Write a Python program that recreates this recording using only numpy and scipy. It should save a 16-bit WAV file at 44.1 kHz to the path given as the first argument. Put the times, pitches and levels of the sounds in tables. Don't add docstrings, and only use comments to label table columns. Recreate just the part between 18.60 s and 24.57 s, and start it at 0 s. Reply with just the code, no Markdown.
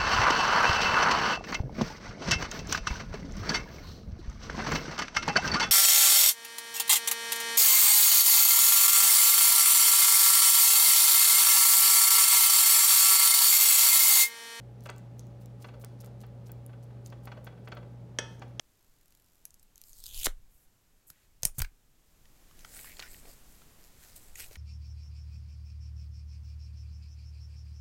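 import sys
import numpy as np
from scipy import signal
from scipy.fft import rfft, irfft
from scipy.io import wavfile
from scipy.ndimage import uniform_filter1d

SR = 44100
rng = np.random.default_rng(int(sys.argv[2]) if len(sys.argv) > 2 else 0)


def wav_record(signal):
    frames = np.transpose(np.atleast_2d(signal))
    bounded = np.clip(frames, -1, 1)
    quanta = np.round(bounded * 32767).astype(np.int16)
    wavfile.write(sys.argv[1], SR, quanta)


N = 263277
TIME = np.arange(N) / SR

# frequency_hz, gain_db
TAPE_SPECTRUM = [(200, 5), (1000, 6.5), (3300, -1), (5800, -7.5), (7300, -1.5), (9500, -9), (12000, -2),
                 (16000, -11)]


def peel(start_s=1.24, end_s=1.668, first_hz=4620, octaves_per_s=2.55):
    threads = grains(N, per_s=1600, spread_db=4.2, smooth=.5)
    hz, t, spectrum = signal.stft(threads, SR, nperseg=256)
    lowest_hz = first_hz * 2 ** (-octaves_per_s * (np.clip(t, start_s, end_s) - start_s))
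    ratio = (hz[:, None] + 1) / lowest_hz
    highpass = 1 / (1 + ratio ** -13) + amp(-26)
    resonance = 0.23 * np.exp(-(np.log2(ratio / 1.19) / 0.077) ** 2)
    gain = (highpass + resonance) * amp(read(TAPE_SPECTRUM, hz))[:, None]
    rasp = signal.istft(spectrum * gain, SR, nperseg=256)[1][:N]
    return shifting_grip(rasp) * pull(start_s, end_s)


def pull(start_s, end_s, base_db=-63, growth_db=24, surges_per_s=10.0, surge_db=3.5):
    t = np.maximum(TIME - start_s, 0) * (TIME < end_s)
    peeled = t / (end_s - start_s)
    surge = np.sin(np.pi * (t * surges_per_s % 1) ** 0.67)
    return amp(base_db + growth_db * peeled ** 1.6 + surge_db * surge) * (t > 0)


def snaps():
    # start_s, relative_level_db, ring_hz, decay_s
    fractures = [(.8535, -32, 11300, 0.0015), (.9065, -48, 6900, 0.0014), (.9425, -47.5, 11400, 0.0021),
                 (.9965, -53, 7630, .002), (1.029, -54, 12000, 0.0043), (1.1578, -44.5, 6900, .0012),
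                 (1.1793, -40, 7500, 0.00058), (1.2158, -36.5, 12700, 0.00075),
                 (1.2385, -42, 4970, 0.00086), (1.3315, -42.5, 6700, .0012), (1.4392, -34, 5500, 0.0014),
                 (1.459, -35.5, 4060, 0.0012), (1.4648, -31.5, 5050, 0.0013), (1.5445, -36.5, 5300, 0.0028),
                 (1.613, -33.5, 3000, 0.0035), (1.633, -26.5, 3530, 0.002), (1.65, -26, 7300, 0.0034),
                 (2.5023, -38.5, 10800, 0.002), (2.823, -49, 12100, .0025), (2.8329, -19.5, 6400, 0.002),
                 (2.8524, -9.5, 11600, 0.0011), (2.854, -19, 8500, .0025), (2.8716, -32, 8700, .0012),
                 (3.0187, -23.5, 14000, 0.0025)]
    # frequency_hz, gain_db
    spectrum = [(200, -33.5), (1900, -34), (2800, -13), (3900, -12), (5500, -2.5), (8500, 0), (10000, -9.5),
                (12000, 0), (16000, -11.5)]
    return amp(-4) * clicks(fractures, spectrum, crack=0.63, ring_db=-3, ring_q=7.2, rise_s=0.00025,
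                            body_db=-24, body_db_per_octave=1)


def rips():
    # start_s, length_s, level_db, low_hz, high_hz
    bursts = [(1.149, 0.096, -73, 3020, 14000), (1.643, 0.0096, -30, 4530, 14000),
              (1.6542, 0.011, -25, 4200, 12000), (1.657, .008, -38, 1100, 1800),
              (1.88, 0.2, -70.5, 8400, 16100), (2.463, 0.056, -58.5, 8450, 16000),
              (2.485, 0.21, -73, 1500, 14000), (2.818, .09, -61, 400, 4000),
              (2.847, 0.0086, -41, 5660, 10000), (2.939, .05, -64.5, 5000, 16000),
              (2.982, 0.0063, -34.5, 7600, 16670), (2.988, 0.0077, -31, 6240, 17000),
              (2.978, 0.036, -48.5, 495, 12300), (3, 0.0073, -38, 1260, 16000)]
    out = np.zeros(N)
    for start, length, db, low_hz, high_hz in bursts:
        count = int(length * SR)
        threads = grains(count, per_s=4500, spread_db=3, smooth=.55)
        crackle = band(colour(threads, TAPE_SPECTRUM), low_hz, high_hz)
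        add(out, start, amp(db) * unit(crackle) * signal.windows.tukey(count, .5))
    return out


def twang(start_s=2.853, level_db=-34, pitch_hz=8750, ring_q=16, decay_s=0.01):
    out, t = np.zeros(N), TIME[:SR // 4]
    peak = signal.iirpeak(pitch_hz, ring_q, SR)
    note = signal.lfilter(*peak, signal.lfilter(*peak, rng.standard_normal(len(t))))
    add(out, start_s, amp(level_db) * unit(note) * np.exp(-t / decay_s))
    return out


def flaps(lag_s=0.003024, lag_at_hz=500, decay_s=0.00058, size=1024):
    # start_s, level_db, high_hz
    whips = [(1.657, -43, 2500), (1.6668, -32.5, 3040), (2.853, -53.5, 4910), (3.019, -42, 5100)]
    out, t, hz = np.zeros(N), TIME[:size], np.fft.rfftfreq(size, 1 / SR)
    dispersion = np.exp(-4j * np.pi * lag_s * np.sqrt(lag_at_hz * hz))
    for start, db, high_hz in whips:
        flutter = rng.standard_normal(size) * np.exp(-t / decay_s)
        jerk = .5 * unit(flutter) + unit(signal.unit_impulse(size))
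        whip = band(irfft(rfft(jerk) * dispersion), low_hz=280, high_hz=high_hz)
        add(out, start, amp(db) * unit(whip))
    return out


def knocks():
    # start_s, relative_level_db, ring_hz, decay_s
    impacts = [(2.5025, -50, 1520, 0.0011), (2.8335, -43.5, 490, 0.0052), (2.854, -47.5, 500, 0.0054),
               (3.0205, -31.5, 1700, 0.0019), (3.047, -39, 1680, .003), (3.656, -57, 2800, .002),
               (3.9125, -53.5, 1170, 0.0013), (3.9925, -49.5, 7200, 0.0019), (4.0485, -40.5, 1320, 0.0022),
               (4.192, -45.5, 1820, 0.003), (4.246, -41, 1170, 0.00063), (4.3697, -47.5, 3400, 0.0021),
               (4.3958, -32, 1470, 0.00076), (4.4007, -35.5, 4100, 0.0017), (4.4257, -36, 2460, 0.0014),
               (4.546, -44.5, 2010, 0.00094), (4.655, -55.5, 443, 0.0056), (5.0187, -55, 1320, 0.0033),
               (5.7566, -41.5, 7100, 0.0034), (5.912, -50.5, 490, .0042), (5.957, -42.5, 1830, 0.0023)]
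    # frequency_hz, gain_db
    spectrum = [(200, -30), (700, -9), (1400, -11), (1900, 10), (2500, 9.5), (4400, 2.5), (7500, -5),
                (10000, -13), (16000, -28)]
    return amp(-1) * clicks(impacts, spectrum, crack=0.12, ring_db=4, ring_q=4.2, rise_s=0.0013,
                            body_db=-13, body_db_per_octave=-9.5)


def clicks(events, spectrum, crack, ring_db, ring_q, rise_s, body_db, body_db_per_octave, size=2048):
    # frequency_hz, gain_db
    body_spectrum = [(100, 2.5), (200, -6), (290, -22.5), (500, -9), (680, -10.5), (850, -6), (1150, -19.5),
                     (1600, -6.5), (2500, -6), (8000, -45.5)]
    out, lead = np.zeros(N), size // 16
    t = (np.arange(size) - lead) / SR
    for start, db, hz, decay in events:
        flutter = rng.standard_normal(size) * np.exp(np.minimum(t / rise_s, -t / decay))
        blow = unit(flutter) + crack * unit(signal.unit_impulse(size, lead))
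        ring = signal.lfilter(*signal.iirpeak(hz, ring_q, SR), blow)
        sound = unit(unit(colour(blow, spectrum)) + amp(ring_db) * unit(ring))
        body_gain = amp(body_db + body_db_per_octave * np.log2(hz / 1000))
        sound += body_gain * unit(colour(blow, body_spectrum))
        sound *= np.sqrt(SR * decay / size)
        add(out, start + t[0], amp(db) * sound)
    return out


def gloves(rise_share=0.44):
    # fastest_s, fade_s, hiss_db, scrape_db
    strokes = [(4.0, 0.078, -67, -63), (4.171, 0.17, -49.5, -56.5), (4.42, 0.074, -65, -55.5),
               (4.52, 0.089, -54, -62), (4.69, 0.071, -55.5, -61.5), (4.91, 0.16, -64.5, -74),
               (5.439, .14, -59, -61), (5.564, .022, -49, -59), (5.63, 0.12, -63, -65.5),
               (5.798, 0.057, -44.5, -49), (5.926, 0.032, -57.5, -55)]
    # frequency_hz, gain_db
    rubber_spectrum = [(500, -52), (2500, -9), (4500, -7), (6000, -10), (7800, 5), (9700, -2), (12500, 1.5),
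                       (16000, -6)]
    # frequency_hz, gain_db
    scrape_spectrum = [(150, -24), (450, -7), (800, -2), (1050, -21), (1450, -5.5), (2200, -5), (3200, -12),
                       (5000, -3), (9000, -11.5)]
    hiss = shifting_grip(colour(grains(N, per_s=2500, spread_db=5, smooth=0.68), rubber_spectrum))
    scrape = shifting_grip(colour(grains(N, per_s=500, spread_db=5, smooth=0.91), scrape_spectrum))
    hiss_power, scrape_power = np.zeros((2, N))
    for fastest, fade, hiss_db, scrape_db in strokes:
        from_peak = np.maximum((fastest - TIME) / rise_share, TIME - fastest) / fade
        speed = np.exp(-from_peak ** 1.4)
        hiss_power += (amp(hiss_db) * speed) ** 2
        scrape_power += (amp(scrape_db) * speed) ** 2
    return hiss * np.sqrt(hiss_power) + scrape * np.sqrt(scrape_power)


def creaks(jitter=.08, uneven_db=1.5, fade_db=9, decay_s=0.0019):
    # middle_s, half_length_s, relative_level_db, slips_per_s
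    rows = [(0.23, 0.13, -53, 55), (0.523, 0.183, -46.5, 43), (0.751, .1, -52, 85), (5.244, 0.05, -44, 130)]
    # frequency_hz, gain_db
    spectrum = [(500, -16), (2500, -13), (5000, -3.5), (6000, -7), (7200, -1), (9500, -9.5), (12000, 2),
                (16000, -12)]
    out, t = np.zeros(N), TIME[:256]
    for middle, half, db, per_s in rows:
        offsets = np.arange(-half, half, 1 / per_s)
        for offset, (lateness, strength) in zip(offsets, rng.standard_normal((len(offsets), 2))):
            tick = rng.standard_normal(len(t)) * np.exp(-t / decay_s)
            tick_db = db + uneven_db * strength - fade_db * abs(offset) / half
            add(out, middle + offset + jitter * lateness / per_s, amp(tick_db) * tick)
    return amp(-3) * colour(out, spectrum)


def squeaks(bandwidth_hz=450):
    # start_s, length_s, level_db, first_hz, last_hz
    drags = [(4.233, 0.12, -58, 1540, 2530), (4.395, 0.098, -54.5, 1270, 1930),
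             (4.609, .11, -62.5, 418, 520), (5.767, 0.091, -58.5, 2470, 2600),
             (5.778, 0.044, -62, 1430, 1600)]
    out, pole = np.zeros(N), np.exp(-np.pi * bandwidth_hz / SR)
    for start, length, db, first_hz, last_hz in drags:
        count = int(length * SR)
        carrier = np.exp(2j * np.pi * np.cumsum(np.linspace(first_hz, last_hz, count)) / SR)
        slips = grains(count, per_s=350, spread_db=2.5, smooth=.5)
        note = (carrier * signal.lfilter([1 - pole], [1, -pole], slips / carrier)).real
        add(out, start, amp(db) * unit(note) * signal.windows.tukey(count, .4))
    return out


def desk(rest_db=-71):
    # middle_s, fade_s, level_db
    sweeps = [(1.61, 0.13, -40), (2.97, 0.12, -50.5), (4.501, 0.48, -53.5), (5.88, 0.27, -49.5)]
    # start_s, level_db, pitch_hz, decay_s
    jolts = [(1.669, -29, 20.5, 0.076), (1.67, -35.5, 99.4, 0.0053), (2.505, -51.5, 144, 0.0042),
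             (2.833, -32.5, 115, 0.0041), (2.852, -31.5, 23.7, 0.034), (2.8536, -33, 152, 0.005),
             (2.983, -30.5, 130, 0.019), (3.004, -28, 68.8, 0.023), (3.018, -23.5, 26.53, 0.027)]
    # frequency_hz, gain_db
    spectrum = [(10, 0.5), (20, 3), (35, -11.5), (60, -12.5), (95, -20), (140, -28), (250, -48), (600, -64),
                (2000, -86.5)]
    motion = amp(rest_db)
    for middle, fade, db in sweeps:
        motion += amp(db) * np.exp(-(abs(TIME - middle) / fade) ** 1.12)
    out = unit(colour(rng.standard_normal(N), spectrum, size=16384)) * motion
    t = TIME[:SR // 2]
    settling = np.exp(-(t / .15) ** 4)
    for start, db, hz, decay in jolts:
        add(out, start, amp(db) * np.sin(2 * np.pi * hz * t) * np.exp(-t / decay) * settling)
    return out


def room(x, wet_db=-15, build_s=0.0033, bounce=0.089, bounce_s=0.0004594):
    # frequency_hz, t60_s
    decay_times = [(100, 0.07), (500, 0.13), (2000, 0.15), (5000, 0.11), (8500, 0.13), (16000, 0.11)]
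    early = (x + bounce * np.interp(TIME - bounce_s, TIME, x)) / np.hypot(1, bounce)
    hz, t, noise = signal.stft(rng.standard_normal(SR // 2), SR, nperseg=256)
    tail = signal.istft(noise * amp(-60 * t / read(decay_times, hz)[:, None]), SR, nperseg=256)[1]
    tail *= 1 - np.exp(-TIME[:len(tail)] / build_s)
    return early + amp(wet_db) * signal.fftconvolve(early, tail / np.linalg.norm(tail))[:N]


def background(base_db=-67.5, swell_db=11, swell_start_s=3.31, swell_end_s=4.13, sag_db_per_s=1.5):
    # frequency_hz, gain_db
    spectrum = [(15, 3), (30, 3), (60, -5.5), (130, -8.5), (250, -13.5), (500, -18.5), (1000, -22),
                (2000, -24), (4500, -26.5), (7500, -24), (9500, -28.5), (12000, -25), (16000, -30.5)]
    swell = np.interp(TIME, [swell_start_s, swell_end_s], [0, swell_db])
    sag = sag_db_per_s * np.maximum(TIME - swell_end_s, 0)
    return unit(colour(rng.standard_normal(N), spectrum, size=8192)) * amp(base_db + swell - sag)


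def grains(count, per_s, spread_db, smooth):
    sizes = amp(spread_db * np.minimum(rng.exponential(1, count), 4))
    slips = sizes * rng.choice([-1, 1], count) * (rng.random(count) < per_s / SR)
    return unit(unit(slips) + smooth * rng.standard_normal(count))


def shifting_grip(x, depth_db=2.5):
    spectrum = signal.stft(x, SR, nperseg=256)[2]
    patches = rng.standard_normal(spectrum.shape[::-1])
    for axis, width in enumerate((14, 5)):
        patches = uniform_filter1d(uniform_filter1d(patches, width, axis), width, axis)
    return unit(signal.istft(spectrum * amp(depth_db * unit(patches).T), SR, nperseg=256)[1][:N])


def colour(x, points, size=2048):
    log_gain = np.log(amp(read(points, abs(np.fft.fftfreq(size, 1 / SR)))))
    taps = np.fft.ifft(np.exp(np.conj(signal.hilbert(log_gain)))).real
    return signal.fftconvolve(x, taps[:size // 2])[:len(x)]


def band(x, low_hz, high_hz):
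    x = signal.sosfilt(signal.butter(4, low_hz, "high", fs=SR, output="sos"), x)
    return signal.sosfilt(signal.butter(1, high_hz, fs=SR, output="sos"), x)


def read(points, hz):
    point_hz, values = np.transpose(points)
    return np.interp(np.log(hz + 1), np.log(point_hz), values)


def amp(db):
    return 10 ** (np.asarray(db) / 20)


def unit(x):
    return x / np.sqrt(np.mean(x ** 2) + 1e-20)


def add(mix, start_s, sound):
    part = mix[max(round(start_s * SR), 0):][:len(sound)]
    part += sound[:len(part)]


def scene():
    handling = snaps() + knocks() + twang() + peel() + rips() + flaps() + creaks() + gloves() + squeaks()
    return (room(handling) + desk() + background())[None]


def record(dry, cutoff_hz=16150):
    lowpass = signal.firwin(301, cutoff_hz, window=("kaiser", 8), fs=SR)
    return signal.oaconvolve(dry, lowpass[None], "same")


dry = scene()
out = record(dry)
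wav_record(out)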